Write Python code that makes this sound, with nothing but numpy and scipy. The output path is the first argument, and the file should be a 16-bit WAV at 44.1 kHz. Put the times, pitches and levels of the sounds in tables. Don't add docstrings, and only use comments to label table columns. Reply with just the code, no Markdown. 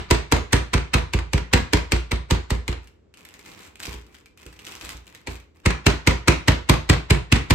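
import sys
import numpy as np
from scipy import signal
from scipy.fft import rfft, irfft, next_fast_len
from scipy.io import wavfile
from scipy.ndimage import uniform_filter1d

SR = 44100
rng = np.random.default_rng(int(sys.argv[2]) if len(sys.argv) > 2 else 0)


def wrap_up_sound(samples):
    columns = np.atleast_2d(samples).T
    tamed = np.clip(columns, -1, 1)
    steps = np.round(tamed * 32767).astype(np.int16)
    wavfile.write(sys.argv[1], SR, steps)


N = 332543

# (frequency [Hz], relative density [dB])
MURMUR = [(25, -22.5), (50, -8), (76, 1), (115, -12.5), (300, -11), (420, -11), (700, -25.5), (2300, -37),
          (7600, -48), (11000, -73.5), (15000, -82.5)]
# (time [s], slap level [dB], level of the puff of trapped air [dB], thump level [dB], air pocket [Hz])
BLOWS = [(-0.1, -11.5, -24, -21.5, 966), (0.1098, -11.5, -22.5, -19.5, 930),
         (0.3224, -13.5, -22, -23.5, 920), (0.5305, -13.5, -22.5, -19.5, 920),
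         (0.739, -18.5, -18.5, -20.5, 970), (0.9409, -16, -18, -21, 2540), (1.1359, -23, -36, -24.5, 2250),
         (1.333, -21.5, -42, -19, 840), (1.5358, -12, -18, -17, 2500), (1.7337, -13.5, -27.5, -22, 1000),
         (1.9202, -17, -31, -25, 2120), (2.1174, -23, -27.5, -30.5, 2290),
         (2.309, -18.5, -25.5, -19.5, 880), (2.505, -24, -38, -27.5, 800), (2.6796, -27, -54, -34, 2070),
         (5.272, -31.5, -40.5, -46.5, 2270), (5.66, -16, -23.5, -17, 1800),
         (5.866, -11.5, -23, -15.5, 2600), (6.073, -13, -23.5, -16.5, 2150),
         (6.2823, -10.5, -15, -15.5, 1290), (6.483, -13, -18, -14.5, 2060), (6.6966, -11, -17.5, -13, 900),
         (6.8981, -12.5, -19, -11.5, 1940), (7.107, -16, -18, -12.5, 2300),
         (7.3241, -13.5, -19.5, -13.5, 2880), (7.5069, -14, -22, -15, 2130)]
# (frequency [Hz], relative density [dB])
WET_FILM = [(250, -0.5), (500, 1.5), (700, -8.5), (930, 3), (1200, -3.5), (1700, -1), (2400, 1),
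            (3300, -4.5), (4300, -4), (5400, -8), (6700, -9.5), (8800, -11), (10700, -21), (13500, -21.5),
            (15000, -32), (16500, -55.5)]
# (frequency [Hz], relative level [dB], t60 [s])
COUNTER_MODES = [(208.3, -10, 0.037), (265.4, -1.5, 0.042), (302.5, -0.5, 0.046), (344.3, 0, 0.055),
                 (399.6, -2.5, 0.056), (474.3, -7.5, 0.066), (958, -6.5, 0.039)]
# (frequency [Hz], relative level [dB], t60 [s])
CABINET_MODES = [(59.2, 2, 0.31), (71.5, -7.5, 0.26), (83.1, -7.5, .27), (114, -6.5, 0.12),
                 (141, -9.5, .16)]
# (frequency [Hz], relative level [dB], t60 [s])
DISH_MODES = [(706, 0, 0.36)]
# (time [s], level before the rebound trim [dB])
REBOUNDS = [(0.7791, -18.5), (1.1887, -16.5), (1.3789, -15.5), (2.7267, -19.5), (5.7059, -13),
            (6.93, -13.5), (7.3588, -11)]
# (time [s], length [s], strain level [dB])
MOVES = [(2.811, .07, -61), (3.159, 0.28, -55), (3.438, 0.23, -46.5), (3.789, 0.15, -40),
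         (4.053, 0.13, -59), (4.367, 0.33, -54.5), (4.641, 0.12, -43.5), (4.805, 0.12, -40),
         (5.054, 0.12, -55), (5.283, 0.054, -44), (5.54, 0.038, -59.5)]
# (frequency [Hz], relative density [dB])
DRY_FILM = [(400, -8.5), (1200, -1), (2500, 3), (3500, 1.5), (8500, -3.5), (10700, -5), (13800, -11.5),
            (15200, -15), (16500, -35)]
# (frequency [Hz], relative density [dB])
SLIDING_FILM = [(60, -3), (350, 0), (650, -8.5), (900, -3.5), (1500, -10), (2500, -5.5), (4000, -25.5)]
# (time [s], level before the snap trim [dB], ring frequency [Hz])
SNAPS = [(2.8742, -40, 2750), (3.14, -38, 2710), (3.1726, -37, 2470), (3.251, -32, 2000),
         (3.2889, -34.5, 2830), (3.3403, -31.5, 1860), (3.3925, -36, 2120), (3.461, -34, 2200),
         (3.7567, -33.5, 2440), (3.8065, -37, 2280), (3.8342, -23.5, 2460), (4.145, -37.5, 1570),
         (4.259, -36.5, 2460), (4.375, -39, 2570), (4.431, -39, 1970), (4.4643, -31.5, 2510),
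         (4.5281, -38, 1840), (4.5911, -32.5, 2860), (4.6665, -32, 2630), (4.721, -28, 2640),
         (4.812, -26, 2460), (4.8944, -36, 2200), (5.0684, -36, 2740), (5.149, -31.5, 2000),
         (5.4005, -41, 2430)]
# (time [s], knock level [dB], boom level [dB])
FLOPS = [(3.885, -40.5, -36), (3.95, -44, -39), (4.468, -47, -45), (4.84, -51, -45), (4.949, -63, -40.5),
         (5.32, -65, -41)]
# (frequency [Hz], relative level [dB], t60 [s], left-right likeness [-1 to 1])
ROOM = [(60, -17.5, .3, 0.62), (130, -5.5, 0.34, 1), (213, -5.5, 0.24, 0.53), (343.6, 0, .31, .05),
        (560, -2, 0.28, 0.36), (1100, 0, .34, .05), (2400, -3.5, .33, .05), (4570, -4.5, 0.34, .1),
        (8000, -9, .26, 1), (14000, -13.5, 0.25, .9)]
# (frequency [Hz], likeness [-1 to 1])
DIRECT = [(200, .85), (550, 0.24), (1100, .6), (2200, 0.47), (4000, 0.19), (5800, 0.34), (8000, 1),
          (14000, 1)]
# (frequency [Hz], phase by which the left leads [rad])
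PORTS = [(350, 0.21), (560, -2), (900, -1.5), (1400, -0.95), (2600, -0.7), (4500, -2.5), (6500, -1.5),
         (7700, -0.07), (9200, 1.35), (10700, 3.5), (13700, 8)]

SIZE = 24576
AGE = np.arange(SIZE) / SR
FIRM_SLAP_DB, FIRM_THUMP_DB = -13, -20
SLAP_S, SLAP_HALVES_DB = 0.0045, 24.5
SINK_S, SINK_HALVES_DB, LONGEST_SINK_S = 0.0115, 22, 0.015
KNOCK_DB, KNOCK_PER_SLAP, KNOCK_PER_THUMP = -19.5, 0.67, 0.14
BOOM_DB, BOOM_KNEE_DB = -18, -29.0
BARE_BRIGHT_DB, CUSHION_DULLS_DB = -1, 5
MOVE_ATTACK_S, MOVE_RELEASE_S = 0.021, 0.037
SLIDE_DB, SLIDE_PER_CRINKLE = -54, 0.74
CUTOFF_HZ = 16800


def from_db(db):
    return 10 ** (np.asarray(db) / 20)


def rms_one(x):
    return x / np.sqrt(np.mean(x ** 2) + 1e-20)


def at_level(x, db, span):
    return rms_one(x) * from_db(db) * np.sqrt(span * SR / x.shape[-1])


def at_hz(table, hz, axis=1):
    table = np.array(table)
    return np.interp(np.log(hz + 1e-9), np.log(table[:, 0]), table[:, axis])


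def add(out, s, sound):
    start = round(s * SR)
    first, last = max(start, 0), min(start + sound.shape[-1], out.shape[-1])
    if last > first:
        out[:, first:last] += sound[..., first - start:last - start]


def stereo(mid, side, alike):
    alike = np.clip(alike, -1, 1)
    return np.sqrt((1 + alike) / 2) * mid + np.sqrt((1 - alike) / 2) * np.array([side, -side])


def colour(pair, spectrum):
    length = pair.shape[-1]
    size = next_fast_len(length)
    hz = np.fft.rfftfreq(size, 1 / SR)
    spread = stereo(*rfft(pair, size), at_hz(DIRECT, hz))
    shaped = spread * from_db(at_hz(spectrum, hz))
    return rms_one(irfft(shaped, size)[:, :length])


def lowpass(x, hz):
    return signal.sosfilt(signal.butter(1, hz, fs=SR, output="sos"), x)


def resonance(x, hz, width_hz):
    r = np.exp(-np.pi * width_hz / SR)
    feed = np.array([1, 0, -1]) * (1 - r * r) / 2
    feedback = [1, -2 * r * np.cos(2 * np.pi * hz / SR), r * r]
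    return signal.lfilter(feed, feedback, x)


def grains(per_s, spread_db, size):
    sizes = from_db(spread_db * np.minimum(rng.exponential(1, size), 4))
    struck_now = rng.random(size) < per_s / SR
    return struck_now * sizes * rng.standard_normal((2, size))


def still_kitchen():
    return from_db(-57.5) * colour(rng.standard_normal((2, N)), MURMUR)


def mallet():
    out = np.zeros((2, N))
    pound(out)
    rebound(out)
    return out


def pound(out, dish_db=-24.5, pocket_db=2.0, pocket_width=0.087, lead_s=0.03):
    for s, db, puff_db, thump_db, pocket_hz in BLOWS:
        length_s, sink_s, bright_db, knock_db, boom_db = blow(db, puff_db, thump_db)
        film = slap(db, length_s, bright_db, puff_db, lead_s)
        pocket = from_db(pocket_db) * resonance(film, pocket_hz, pocket_width * pocket_hz)
        push = lead_s + sink_s
        body = counter(SIZE, push, knock_db, boom_db)
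        body = body + thump(push, thump_db) * from_db([[-0.4], [0.4]])
        add(out, s - lead_s, film + pocket + body + reflected(all_round(film) + body))
        dish = at_level(struck(DISH_MODES, 2.0, 0.003), knock_db + dish_db, 0.04)
        add(out, s + sink_s, dish * np.array([[1], [-0.6]]))


def blow(db, puff_db, thump_db):
    speed, push = db - FIRM_SLAP_DB, thump_db - FIRM_THUMP_DB
    length_s = SLAP_S * 2 ** (-speed / SLAP_HALVES_DB)
    sink_s = SINK_S * 2 ** (-(speed + push) / SINK_HALVES_DB)
    bright_db = BARE_BRIGHT_DB - CUSHION_DULLS_DB * from_db(puff_db - db)
    knock_db = KNOCK_DB + KNOCK_PER_SLAP * speed + KNOCK_PER_THUMP * push
    boom_db = BOOM_DB - 10 * np.log10(1 + from_db(BOOM_KNEE_DB - thump_db) ** 2)
    return length_s, min(sink_s, LONGEST_SINK_S), bright_db, knock_db, boom_db


def slap(db, length_s, bright_db, puff_db, lead_s, puff_s=0.0045, touch_s=0.0073, tilt=0.46, sharp=0.44,
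         peel_db=-22.5, peel_s=0.0409):
    since = AGE[:SIZE // 6] - lead_s
    spectrum = []
    for hz, level in WET_FILM:
        octaves = np.clip(np.log2(hz / 2500), -1, 1.5)
        spectrum.append((hz, level + tilt * (bright_db + 5) * octaves))
    spray = colour(grains(20000, 1.2, len(since)), spectrum)
    dull = lowpass(spray, 3500)

    swell = np.exp(np.minimum(since, 0) / puff_s)
    puff = (since < 0) * swell * np.where(since > -touch_s, spray, 0.14 * dull)
    fade = np.exp(-np.maximum(since, 0) / (1.38 * length_s))
    smack = (since >= 0) * (dull * fade + (spray - dull) * fade ** (1 / sharp))
    lift_s = peel_s + rng.normal(0, 0.0031)
    peel = dull * np.exp(-((since - lift_s) / 0.004) ** 2)

    sound = at_level(puff, puff_db, 0.005)
    sound = sound + at_level(smack, db, 0.005 + length_s)
    sound = sound + at_level(peel, db + peel_db, 0.06)
    return np.pad(sound, ((0, 0), (0, SIZE - len(since))))


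def thump(s, db, width_s=0.0022):
    u = (AGE - s) / width_s
    return at_level((u * u - 1) * np.exp(-u * u / 2), db, 0.024)


def counter(size, s, knock_db, boom_db, knock_lead_s=0.006465, boom_lead_s=0.0005):
    out = np.zeros((2, size))
    knock = at_level(struck(COUNTER_MODES, 2.2, 0.0015), knock_db, 0.018)
    boom = at_level(struck(CABINET_MODES, 1.4, 0.0036), boom_db, 0.07)
    add(out, s - knock_lead_s, knock * from_db([[-2.0], [1.5]]))
    add(out, s - boom_lead_s, boom * from_db([[-0.7], [0.7]]))
    return out


def struck(modes, scatter_db, contact_s):
    hz, db, t60 = np.array(modes).T[:, :, None]
    level_db = db + scatter_db * rng.standard_normal(db.shape) - 60 * AGE / t60
    rings = from_db(level_db) * np.sin(2 * np.pi * hz * AGE)
    return rings.sum(0) * (1 - np.exp(-AGE / contact_s))


def all_round(x, width_hz=540.0):
    spectrum = rfft(x)
    power = np.abs(spectrum) ** 2 + 1e-20
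    even = uniform_filter1d(power.mean(0), size=max(1, round(width_hz * x.shape[-1] / SR)))
    return irfft(spectrum * np.sqrt(np.abs(even) / power)) * (AGE < 0.1)


def reflected(x):
    return signal.fftconvolve(x, kitchen_echo(), axes=-1)[:, :x.shape[-1]]


def kitchen_echo(first_s=0.0035, build_s=0.0013, hold_s=0.015):
    out = 0
    edges = 40 * 2 ** np.arange(0, 9.1, 0.75)
    white = rng.standard_normal((2, 2, SIZE))
    onset = 1 - np.exp(-np.maximum(AGE - first_s, 0) / build_s)
    for k, (low, high) in enumerate(zip(edges, edges[1:])):
        hz = np.sqrt(low * high)
        band_filter = signal.butter(2, [low, high], "band", fs=SR, output="sos")
        mid, side = signal.sosfilt(band_filter, white[k % 2])
        fade = onset * from_db(-60 * np.maximum(AGE - hold_s, 0) / at_hz(ROOM, hz, axis=2))
        band = stereo(rms_one(mid * fade), rms_one(side * fade), at_hz(ROOM, hz, axis=3))
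        out = out + band * from_db(at_hz(ROOM, hz)) * np.sqrt(2 * (high - low) / SR / SIZE)
    return out


def in_kitchen(x):
    return x + reflected(x)


def rebound(out, rebound_db=-4.5, flap_s=0.005, flap_hz=4000.0):
    for s, db in REBOUNDS:
        flap = colour(grains(9500, 1.5, SIZE), WET_FILM) * np.exp(-AGE / flap_s)
        flap = lowpass(flap, flap_hz)
        add(out, s, in_kitchen(from_db(db + rebound_db) * flap))


def bag(crinkle_db=-1.5, snap_db=-3.0):
    strain_db = strain()
    film = crinkles(strain_db) * from_db(strain_db + crinkle_db)
    film += slide(strain_db)
    for s, db, hz in SNAPS:
        add(film, s, snap(db + snap_db, hz))
    for s, knock_db, boom_db in FLOPS:
        film += counter(N, s, knock_db, boom_db)
    return in_kitchen(film)


def strain():
    t, total = np.arange(N) / SR, 1e-7
    for s, length_s, db in MOVES:
        rise = np.clip((t - s) / MOVE_ATTACK_S, 0, 1)
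        settle = np.exp(-np.maximum(t - s - length_s, 0) / MOVE_RELEASE_S)
        total = total + from_db(db) * rise * settle
    return 20 * np.log10(total)


def crinkles(level_db, per_s=120.0, spread_db=3.5, flicker_db=6.0, ring_db=7.0, count=9):
    rate = per_s * from_db(0.6 * (np.clip(level_db, -65, -30) + 48.5))
    out = 0
    for hz in np.geomspace(1300, 7500, count):
        drift = uniform_filter1d(rng.standard_normal(N), size=700)
        clumps = from_db(flicker_db * rms_one(drift))
        clicks = grains(rate, spread_db, N) * clumps / np.sqrt(rate) + 1e-18
        out = out + clicks + from_db(ring_db) * resonance(clicks, hz, 0.1 * hz)
    return colour(out, DRY_FILM)


def slide(strain_db):
    level_db = SLIDE_DB + SLIDE_PER_CRINKLE * (strain_db + 50)
    return colour(grains(4400, 4.1, N), SLIDING_FILM) * from_db(level_db)


def snap(db, ring_hz, crack_s=0.00086, crunch_s=0.0093, crunch_db=-8.5, pop_db=-10.0, pop_s=0.004):
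    age = AGE[:SIZE // 16]
    crack = colour(rng.standard_normal((2, len(age))), DRY_FILM) * np.exp(-age / crack_s)
    crunch = colour(grains(2500, 3.2, len(age)), DRY_FILM)
    crunch = rms_one(crunch + 2.1 * resonance(crunch, ring_hz, 460)) * np.exp(-age / crunch_s)
    pop = np.sin(2 * np.pi * ring_hz * age) * np.exp(-age / pop_s)
    return from_db(db) * (crack + from_db(crunch_db) * crunch + from_db(pop_db) * pop)


def scene():
    return still_kitchen() + mallet() + bag()


def ports(x):
    size = next_fast_len(N + SIZE)
    lead = at_hz(PORTS, np.fft.rfftfreq(size, 1 / SR))
    turn = np.exp(0.5j * np.array([lead, -lead]))
    return irfft(rfft(x, size) * turn, size)[:, :N]


def record(dry, low_cut_hz=32.0, top=1.0):
    low_cut = signal.butter(2, low_cut_hz, "high", fs=SR, output="sos")
    thinned = signal.sosfiltfilt(low_cut, ports(dry))
    rounded = thinned / (1 + (thinned / top) ** 4) ** (1 / 4)
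    return signal.sosfilt(signal.cheby2(16, 60, CUTOFF_HZ, fs=SR, output="sos"), rounded)


dry = scene()
out = record(dry)
wrap_up_sound(out)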